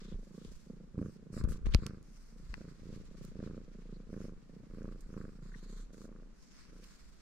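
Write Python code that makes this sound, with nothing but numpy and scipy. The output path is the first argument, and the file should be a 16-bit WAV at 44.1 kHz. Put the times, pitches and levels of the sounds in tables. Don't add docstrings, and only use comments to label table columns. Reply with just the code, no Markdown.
import sys
import numpy as np
from scipy import signal
from scipy.fft import rfft, irfft
from scipy.io import wavfile
from scipy.ndimage import uniform_filter1d, map_coordinates

SR = 44100
rng = np.random.default_rng(int(sys.argv[2]) if len(sys.argv) > 2 else 0)


def unload_wav(signal):
    wavfile.write(
        sys.argv[1],
        SR,
        np.round(np.clip(np.atleast_2d(signal).T, -1, 1) * 32767).astype(np.int16),
    )


N = 317961
TIME = np.arange(N) / SR
HZ = np.fft.rfftfreq(N, 1 / SR)
EDGE_HZ = 15750

# start in seconds, beats per second at the start and at the end,
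# airflow from -1 (soft) to +1 (strong), peak level in dB, place of the peak from 0 to 1,
# chest throb in dB, rasp in dB, bass in dB.
PHRASES = [(0.018, 31.2, 25.5, -1, -46.5, 0.23, -44, -9, -6),
           (0.27, 26, 31.7, -1, -50, 0.52, -58, -3.5, -7.5), (0.562, 31, 31, -1, -68, 0, -59, -3, 13.5),
           (0.667, 30.2, 27.6, -1, -50, 0, -50.5, -34, -1.5),
           (0.947, 29.1, 28, 1, -42.5, 0.34, -60, -4, 2.5),
           (1.125, 30.7, 26.7, -1, -52, 0.7, -62, -11, -2.5), (1.332, 27, 29.3, 1, -43, 0.1, -44, 2.5, 2.5),
           (1.653, 28, 33, -1, -46.5, 0.03, -52, 8, -5), (1.79, 28.2, 25.5, 1, -46.5, 0, -51.5, 4.5, 3),
           (2.046, 31, 28, -1, -68, 0, -49, -16, 5.5), (2.289, 28.3, 30, -1, -58.5, 0.27, -47, -4, 3.5),
           (2.536, 26.8, 29.4, .2, -53.5, 0.49, -55, 0, 0.5),
           (2.786, 28, 27.3, 1, -50, .48, -48.5, -22, -2.5),
           (3.081, 31.3, 28, -1, -51, 0.84, -48, -3.5, -2.5),
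           (3.357, 27.1, 29.8, 1, -43.5, 0.26, -47, -5, -3),
           (3.681, 28.6, 28, -1, -51, 0.7, -43.5, -8.5, -5.5),
           (4.095, 27.8, 23, 1, -44.5, 0.1, -44.5, -5.5, -4),
           (4.424, 27.5, 30.4, -1, -55.5, 0.8, -53, -16, 0.5),
           (4.703, 27.4, 29.7, 1, -47, 0.42, -41.5, -2, -5), (5.025, 30, 21, -1, -61, 0, -38.5, 7, 8),
           (5.094, 27.4, 25, 1, -45.5, 0.37, -45.5, 2, -3.5), (5.354, 28.9, 31, -1, -55, 0.4, -42, 4, 4),
           (5.629, 29.6, 30.3, -1, -49.5, 0.29, -39.5, -24, -11),
           (5.898, 26.7, 28.8, 0.91, -52, 0.19, -48.5, 0, -11.5), (6.371, 25, 28, -1, -79, 0, -78, -3, 4),
           (6.69, 28.6, 30.7, .2, -57.5, 0.3, -48, 0, -10), (6.905, 31, 30, -1, -77, 0.3, -57, 6, -11)]


def purr(soft_db=-4.0, jitter_s=0.00055, throb_db=-3.5):
    # frequency in Hz, level in dB.
    throat_shut = [(25, -14), (70, 5), (130, 1), (200, 7), (300, -4), (480, -8.5), (620, -11), (800, -30),
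                   (1300, -34.5), (3000, -89), (8000, -110)]
    throat_strong = [(25, -7.5), (70, 7.5), (130, 2.5), (200, 7), (300, -4), (480, -4.5), (620, -16),
                     (800, -52), (1200, -34), (1700, -47), (3000, -53.5), (8000, -81.5)]
    throat_soft = [(25, -43.5), (90, -12.5), (140, 8.5), (200, 8), (290, -4), (480, -5), (620, -21.5),
                   (800, -34.5), (1250, -31), (1800, -59), (3000, -46.5), (8000, -80)]
    # frequency in Hz, level in dB.
    rasp_colour = [(400, -15.5), (850, -21.5), (1100, 10), (1600, 7), (2000, -11.5), (2500, -5),
                   (3200, -33.5), (4500, -34.5), (8000, -34), (15000, -65.5)]
    push, crack = thud(throat_shut), ring(rasp_colour)
    strong, soft = ring(throat_strong), ring(throat_soft)
    open_throat = 0.67 * strong + 0.5 * soft
    t = np.arange(len(strong)) / SR
    puff = (np.exp(-t / 0.0011) + 0.13 * np.exp(-t / 0.032)) * (1 - np.exp(-(t / 0.00052) ** 2))
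    puff /= np.linalg.norm(puff)
    loudness, chest, rasp, depth = effort()
    snaps, clicks, puffs = np.zeros((3, N))
    beat_flows = []
    for times, shut_s, flow in beats():
        shimmer_db, rasp_db, slack = (1.84, -23.5, 0.84) if flow > 0 else (3.4, -27, 1)
        for s, chance in zip(times, rng.standard_normal((len(times), 6))):
            size = loudness[round(s * SR)] * np.sqrt(SR / 28)
            shut_gain, open_gain = size * amp(shimmer_db * chance[2:4])
            tight_shut, tight_open = np.exp(0.1 * chance[4:]) * [slack, 1]
            shuts = s + jitter_s * chance[0]
            opens = shuts + shut_s + 0.00078 * chance[1] - 0.001
            if flow > 0:
                pressure_dip = -shut_gain * stretch(push, tight_shut)
                add(snaps, shuts - len(push) / 2 / SR / tight_shut, pressure_dip)
                add(snaps, opens, -0.85 * open_gain * stretch(open_throat, tight_open))
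            else:
                add(snaps, shuts - 0.001, shut_gain * amp(soft_db) * stretch(soft, tight_shut))
                add(snaps, opens, 0.88 * open_gain * amp(soft_db) * stretch(soft, tight_open))
            air = size * amp(rasp_db)
            add(clicks, opens - 0.001, 1.09 * air * stretch(crack, np.sqrt(tight_open)))
            add(puffs, shuts - 0.003, 0.33 * air * puff)
            add(puffs, opens - 0.0015, air * puff)
            beat_flows.append((s, flow))
    bass = irfft(rfft(snaps) / (1 + (HZ / 180) ** 4), N)
    voice = snaps + (depth - 1) * bass + rasp * clicks + chirr()
    voice = signal.sosfilt(signal.butter(2, 4000, fs=SR, output="sos"), voice)
    voice = np.array([amp(-0.83) * np.roll(voice, 3), amp(1.63) * voice])
    throb = chest * amp(throb_db) * chest_throb(beat_flows)
    breath = rasp * puffs * hiss(rasp_colour)
    return voice + throb + breath


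def beats(soft_shut_s=0.00499, strong_shut_s=0.0099):
    for (s, first_hz, last_hz, flow, *_), end in zip(PHRASES, phrase_ends()):
        t = np.arange(s, end - 0.015, 1 / SR)
        turns = np.cumsum(np.linspace(first_hz, last_hz, len(t))) / SR
        new_beat = np.diff(np.floor(turns), prepend=-1) > 0
        shut_s = soft_shut_s + (strong_shut_s - soft_shut_s) * max(flow, 0)
        yield t[new_beat], shut_s, np.sign(flow)


def effort(onset_db=3, onset_s=0.019, rasp_growth=0.14, glide_s=0.02):
    db = np.zeros((4, N))
    for (s, _, _, flow, level, peak, chest, rasp, bass), end in zip(PHRASES, phrase_ends()):
        now = TIME >= s - glide_s
        progress = np.clip((TIME[now] - s) / (end - s), 0, 1)
        arch = swell(progress, peak, rise_db=6.5, fall_db=21, curve=2.01)
        build_up = max(flow, 0) * onset_db * np.maximum(1 - progress * (end - s) / onset_s, 0)
        db[0, now] = level + arch - build_up
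        db[1, now] = chest + swell(progress, peak=0.63, rise_db=5.5, fall_db=6.5, curve=1.6)
        db[2, now] = rasp + rasp_growth * arch
        db[3, now] = bass
    first = np.searchsorted(TIME, PHRASES[0][0])
    db[:, :first] = db[:, [first]]
    return amp(uniform_filter1d(db, round(glide_s * SR), axis=1))


def phrase_ends():
    return [row[0] for row in PHRASES[1:]] + [N / SR]


def chest_throb(beat_flows, lag_turns=0.027):
    times, flows = np.transpose(beat_flows)
    turns = np.interp(TIME, times, np.arange(len(times)))
    return -np.interp(TIME, times, flows) * np.sqrt(2) * np.cos(2 * np.pi * (turns - lag_turns))


def chirr():
    # start in seconds, length in seconds, level in dB, pitch in Hz.
    catches = [(0.986, 0.018, -35.5, 284)]
    out = np.zeros(N)
    for s, length, db, hz in catches:
        t = np.arange(0, length, 1 / SR)
        add(out, s, amp(db) * np.sin(2 * np.pi * hz * t) * signal.windows.tukey(len(t), 0.6))
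    return out


def stroking(resting_db=-81, flutter_db=2.0, grain_db=1.5, top_db=3.5, touch_s=0.0054):
    # frequency in Hz, level in dB.
    fur = [(600, -47.5), (1000, 5.5), (1500, 4.5), (2200, 3.5), (3200, 0), (4500, 3.5), (6000, 0),
           (7500, -3.5), (9000, -13), (12000, -19.5), (15500, -28)]
    # start in seconds, length in seconds, peak level in dB, place of the
    # peak from 0 to 1, top-octave crispness in dB, echo delay in seconds, echo strength from 0 to 1.
    strokes = [(0.0, 0.18, -62.5, 0, -6, .00017, 0), (0.179, 0.59, -72, 0.57, 11.5, 0.000085, 0.07),
               (0.976, .2, -75.5, 0.82, 14, 0.00026, 0.5), (1.321, 0.11, -62.5, 0.7, 10, 0.00033, 0.9),
               (1.484, .095, -59.5, 0.04, 9, .00034, 0.1), (1.654, 0.041, -58, 0.22, 0, 0.00038, 0.4),
               (1.697, 0.11, -63.5, 0.15, -18, 0.0003, 0.4), (1.786, 0.2, -64.5, 0.26, -2, 0.00034, 0.7),
               (2.032, 0.73, -72.5, 0.16, 12, 0.00027, 0.4), (2.422, 0.57, -67, 0.15, 1, 0.000325, 0.3),
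               (2.739, 0.52, -68, 0.41, 2, 0.00023, 0), (3.165, 0.16, -65.5, 0.69, 6, 0.00024, 0.14),
               (3.312, .31, -67, 0.45, -10, 0.00033, 0), (3.563, 1, -73, 0.17, -12, 0.00022, 0.18),
               (4.093, 0.22, -67.5, 0.61, 7.5, 0.00023, 0.45), (4.378, 1, -72.5, 0.4, 0, .00028, 0.37),
               (4.968, 0.54, -74.5, 0.3, 10, 0.00032, 0.7), (5.421, .44, -66, 0.88, 5, 0.00035, 0.54),
               (5.925, 0.16, -71, 0.64, 16, 0.00038, 0.2), (6.328, 0.23, -74, 0.6, 10.5, 0.00027, 0.4),
               (6.472, 0.26, -65.5, .53, 2, 0.0003, 0.55), (6.719, 0.68, -67, 0.22, 7.5, 0.00029, .18),
               (7.119, 0.15, -68.5, 0.65, -7, 0.00041, .17)]
    out = amp(resting_db) * hiss(fur)
    distance = 1 + 0.1 * drift(7.6)
    treble = signal.butter(2, 9000, "high", fs=SR, output="sos")
    for s, length, db, peak, crisp_db, delay, echo in strokes:
        t = np.arange(0, length, 1 / SR)
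        hairs = hiss(fur, size=SR)
        rub = hairs[:, :len(t)] + amp(top_db + crisp_db) * signal.sosfilt(treble, hairs[:, -len(t):])
        earlier = t - delay * np.interp(s + t, TIME, distance)
        reflection = np.array([np.interp(earlier, t, side) for side in rub])
        rub = (rub - echo * reflection) / np.hypot(1, echo)
        touch = np.minimum(np.minimum(t, length - t) / touch_s, 1)
        speed = amp(db + swell(t / length, peak, rise_db=9.5, fall_db=12.5, curve=0.87))
        add(out, s, touch * speed * rub)
    return out * amp(flutter_db * drift(28) + grain_db * drift(660))


def scratches(grain_db=3.5):
    # start in seconds, length in seconds, level in dB,
    # centre in Hz, width in octaves, left over right in dB.
    drags = [(0.0, 0.17, -72.5, 3470, 0.2, 2), (0.377, 0.15, -73.5, 3460, 0.44, 3),
             (1.311, 0.11, -70, 7740, 0.34, 7), (1.479, 0.056, -69, 8400, 0.62, 19),
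             (1.655, 0.018, -54.5, 1720, 0.79, -4), (1.715, 0.041, -64, 3050, 0.69, -16),
             (1.736, 0.0095, -41.5, 2670, 0.76, -4), (3.224, 0.024, -79, 7000, 1.5, -14),
             (3.929, .05, -75, 4300, 0.18, 0), (5.517, 0.0096, -60, 1620, 0.13, 2),
             (5.537, 0.019, -57, 1760, 0.16, 2), (5.503, 0.35, -79, 4220, 0.085, -1),
             (5.662, 0.21, -77.5, 7200, 0.19, -14), (6.356, 0.35, -72.5, 5400, 0.38, -3),
             (6.503, 0.21, -79, 2400, 1, 10), (6.829, 0.026, -68, 3000, 1.0, -6)]
    out = np.zeros((2, N))
    for s, length, db, hz, octaves, pan_db in drags:
        t = np.arange(0, length, 1 / SR)
        sides = amp(db + np.array([[pan_db], [-pan_db]]) / 2)
        add(out, s, sides * burst(t, hz, octaves) * signal.windows.tukey(len(t), 0.5))
    return out * amp(grain_db * drift(700))


def bumps(stiffening=5.8, settle_s=0.0011):
    # start in seconds, left and right level in dB,
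    # settled pitch in Hz, decay in seconds, rise in seconds.
    knocks = [(0.144, -32, -30, 28.5, 0.035, 0.00062), (1.4415, -11.5, -21.5, 45, 0.012, 0.0025),
              (1.4956, -21, -55, 45.2, 0.018, 0.0023), (1.635, -24, -49, 37.6, 0.087, 0.012),
              (1.668, -60, -18, 48, 0.0065, 0.00042), (1.739, -8, -33, 46.4, 0.0084, 0.0086),
              (1.7478, -31, -14.5, 81, 0.0021, 0.00068), (1.7488, -5, -10, 44.3, 0.0098, 0.00086),
              (2.501, -34, -37.5, 31.2, 0.03, 0.0016)]
    out, t = np.zeros((2, N)), np.arange(SR // 4) / SR
    for s, left_db, right_db, hz, decay, rise in knocks:
        turns = hz * (t + stiffening * settle_s * (1 - np.exp(-t / settle_s)))
        swing = -np.sin(2 * np.pi * turns) * np.exp(-t / decay) * (1 - np.exp(-t / rise))
        add(out, s, amp([[left_db], [right_db]]) * swing)
    return out


def ticks(tail_db=-31, tail_s=0.015):
    # start in seconds, left and right level in dB,
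    # centre in Hz, width in octaves, decay in seconds, casing ring in dB.
    taps = [(0.448, -54, -53, 4000, 0.68, 0.0016, -30), (1.4385, -53, -60, 4460, 0.9, 0.0051, -7),
            (1.7471, -37, -20, 3160, 0.61, 0.00031, -7), (1.8653, -30, -28, 4660, 0.79, 0.00063, -21),
            (2.028, -54, -56, 7000, 0.72, 0.00056, -28), (2.541, -29, -37, 1520, 0.68, 0.001, -22.5),
            (3.0545, -67, -55, 6900, 0.46, 0.00054, -30), (3.249, -54, -53, 6960, 1.5, 0.0026, -30),
            (4.8305, -61, -53.5, 6000, 0.43, .0007, -30), (5.007, -68, -57.5, 6800, 0.7, 0.0082, -32),
            (6.841, -71, -51, 5660, 0.82, 0.0024, -25)]
    # frequency in Hz, level in dB, decay in seconds.
    modes = [(1352, -10, 0.0056), (2290, -19, 0.0024), (2630, 9.5, 0.0008), (4300, 12.5, 0.00051),
             (4780, 6, 0.00082)]
    out, t = np.zeros((2, N)), np.arange(SR // 8) / SR
    casing = sum(amp(db) * np.sin(2 * np.pi * hz * t) * np.exp(-t / decay) for hz, db, decay in modes)
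    for s, left_db, right_db, hz, octaves, decay, ring_db in taps:
        fade = (np.exp(-t / decay) + amp(tail_db) * np.exp(-t / tail_s)) * (1 - np.exp(-t / 0.0001))
        top_hz = min(hz * 2 ** (3.7 * octaves), EDGE_HZ)
        lowpass = signal.butter(2, top_hz, fs=SR, output="sos")
        crack = signal.sosfilt(lowpass, burst(t, hz, octaves) * fade)
        crack *= np.linalg.norm(fade) / np.linalg.norm(crack, axis=1, keepdims=True)
        add(out, s, amp([[left_db], [right_db]]) * (crack + amp(ring_db) * casing))
    return out


def handling(holding_db=-66, wobble_db=2):
    # start in seconds, length in seconds, level in dB.
    shifts = [(.06, 0.15, -52), (0.403, 0.24, -50.5), (1.34, 0.27, -38), (1.552, 0.34, -36.5),
              (2.326, 0.4, -53.5), (2.65, 1, -54), (6.984, 0.14, -54)]
    # frequency in Hz, level in dB.
    rumble = [(10, -1.5), (28, -9.5), (50, -2), (90, -22), (200, -51.5), (600, -89)]
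    grip = np.full(N, amp(holding_db))
    for s, length, db in shifts:
        add(grip, s, amp(db) * np.hanning(round(length * SR)))
    return grip * hiss(rumble) * amp(wobble_db * np.array([drift(9.8), drift(8)]))


def room(x, wet_db=-16, reverb_s=0.35, echoes_per_s=2000):
    t = np.arange(SR // 3) / SR
    echoes = rng.standard_normal((2, len(t))) * (rng.random((2, len(t))) < echoes_per_s / SR)
    echoes *= (t > 0.004) * amp(-60 * t / reverb_s)
    return x + amp(wet_db) * signal.fftconvolve(x, echoes / np.linalg.norm(echoes[0]), axes=1)[:, :N]


def room_tone(level_db=-60.5):
    # frequency in Hz, level in dB.
    colour = [(20, -4.5), (45, -0.5), (80, -41), (130, -15.5), (200, -8), (330, -19.5), (500, -24.5),
              (800, -31.5), (1400, -31.5), (3000, -43), (7000, -42), (15000, -61.5)]
    return amp(level_db) * hiss(colour)


def hiss(spectrum, size=N):
    # frequency in Hz, left-right likeness from -1 to 1.
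    likeness = [(60, 0.34), (300, 0.09), (700, 0.22), (1400, 0.37), (3100, 0.067), (7000, -0.19),
                (15000, -0.24)]
    hz = np.fft.rfftfreq(size, 1 / SR)
    left, other = rfft(rng.standard_normal((2, size)))
    same = np.clip(read(likeness, hz), -1, 1)
    right = same * left + np.sqrt(1 - same ** 2) * other
    return unit(irfft(np.array([left, right]) * amp(read(spectrum, hz)), size))


def burst(t, hz, octaves):
    f = np.fft.rfftfreq(len(t), 1 / SR) + 1
    away = np.log2(f / hz) / octaves
    bell = (1 + away ** 2 / 2) ** -2 / (1 + (np.maximum(away, 0) / 4.1) ** 6)
    return unit(irfft(rfft(rng.standard_normal((2, len(t)))) * bell, len(t)))


def thud(spectrum, size=4096, lead_s=0.0015, top_hz=650):
    hz = np.fft.rfftfreq(size, 1 / SR)
    phase = 2 * np.pi * np.cumsum(lead_s * np.minimum(hz / top_hz, 1) ** 2) * SR / size
    pulse = np.fft.fftshift(irfft(amp(read(spectrum, hz)) * np.exp(1j * phase)))
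    return pulse / np.linalg.norm(pulse)


def ring(spectrum, size=4096):
    log_gain = np.log(amp(read(spectrum, abs(np.fft.fftfreq(size, 1 / SR)))))
    response = np.fft.ifft(np.exp(np.conj(signal.hilbert(log_gain)))).real[:size // 2]
    return response / np.linalg.norm(response)


def stretch(pulse, factor):
    return np.sqrt(factor) * map_coordinates(pulse, [np.arange(len(pulse)) * factor], order=3)


def swell(progress, peak, rise_db, fall_db, curve):
    peak = np.clip(peak, 0.02, 0.98)
    before = np.maximum(1 - progress / peak, 0)
    after = np.maximum((progress - peak) / (1 - peak), 0)
    return -rise_db * before ** curve - fall_db * after ** curve


def drift(hz):
    return unit(irfft(rfft(rng.standard_normal(N)) / (1 + (HZ / hz) ** 4), N))


def read(points, hz):
    f, value = np.transpose(points)
    return np.interp(np.log(hz + 1), np.log(f + 1), value)


def add(mix, s, sound):
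    part = mix[..., max(0, round(s * SR)):][..., :sound.shape[-1]]
    part += sound[..., :part.shape[-1]]


def amp(db):
    return 10 ** (np.asarray(db) / 20)


def unit(x):
    return x / np.sqrt(np.mean(x ** 2) + 1e-20)


def scene():
    return room(purr()) + stroking() + scratches() + bumps() + ticks() + handling() + room_tone()


def record(dry):
    lowpass = signal.firwin(511, EDGE_HZ, window=("kaiser", 9), fs=SR)
    return signal.oaconvolve(dry, lowpass[None], "same")


dry = scene()
out = record(dry)
unload_wav(out)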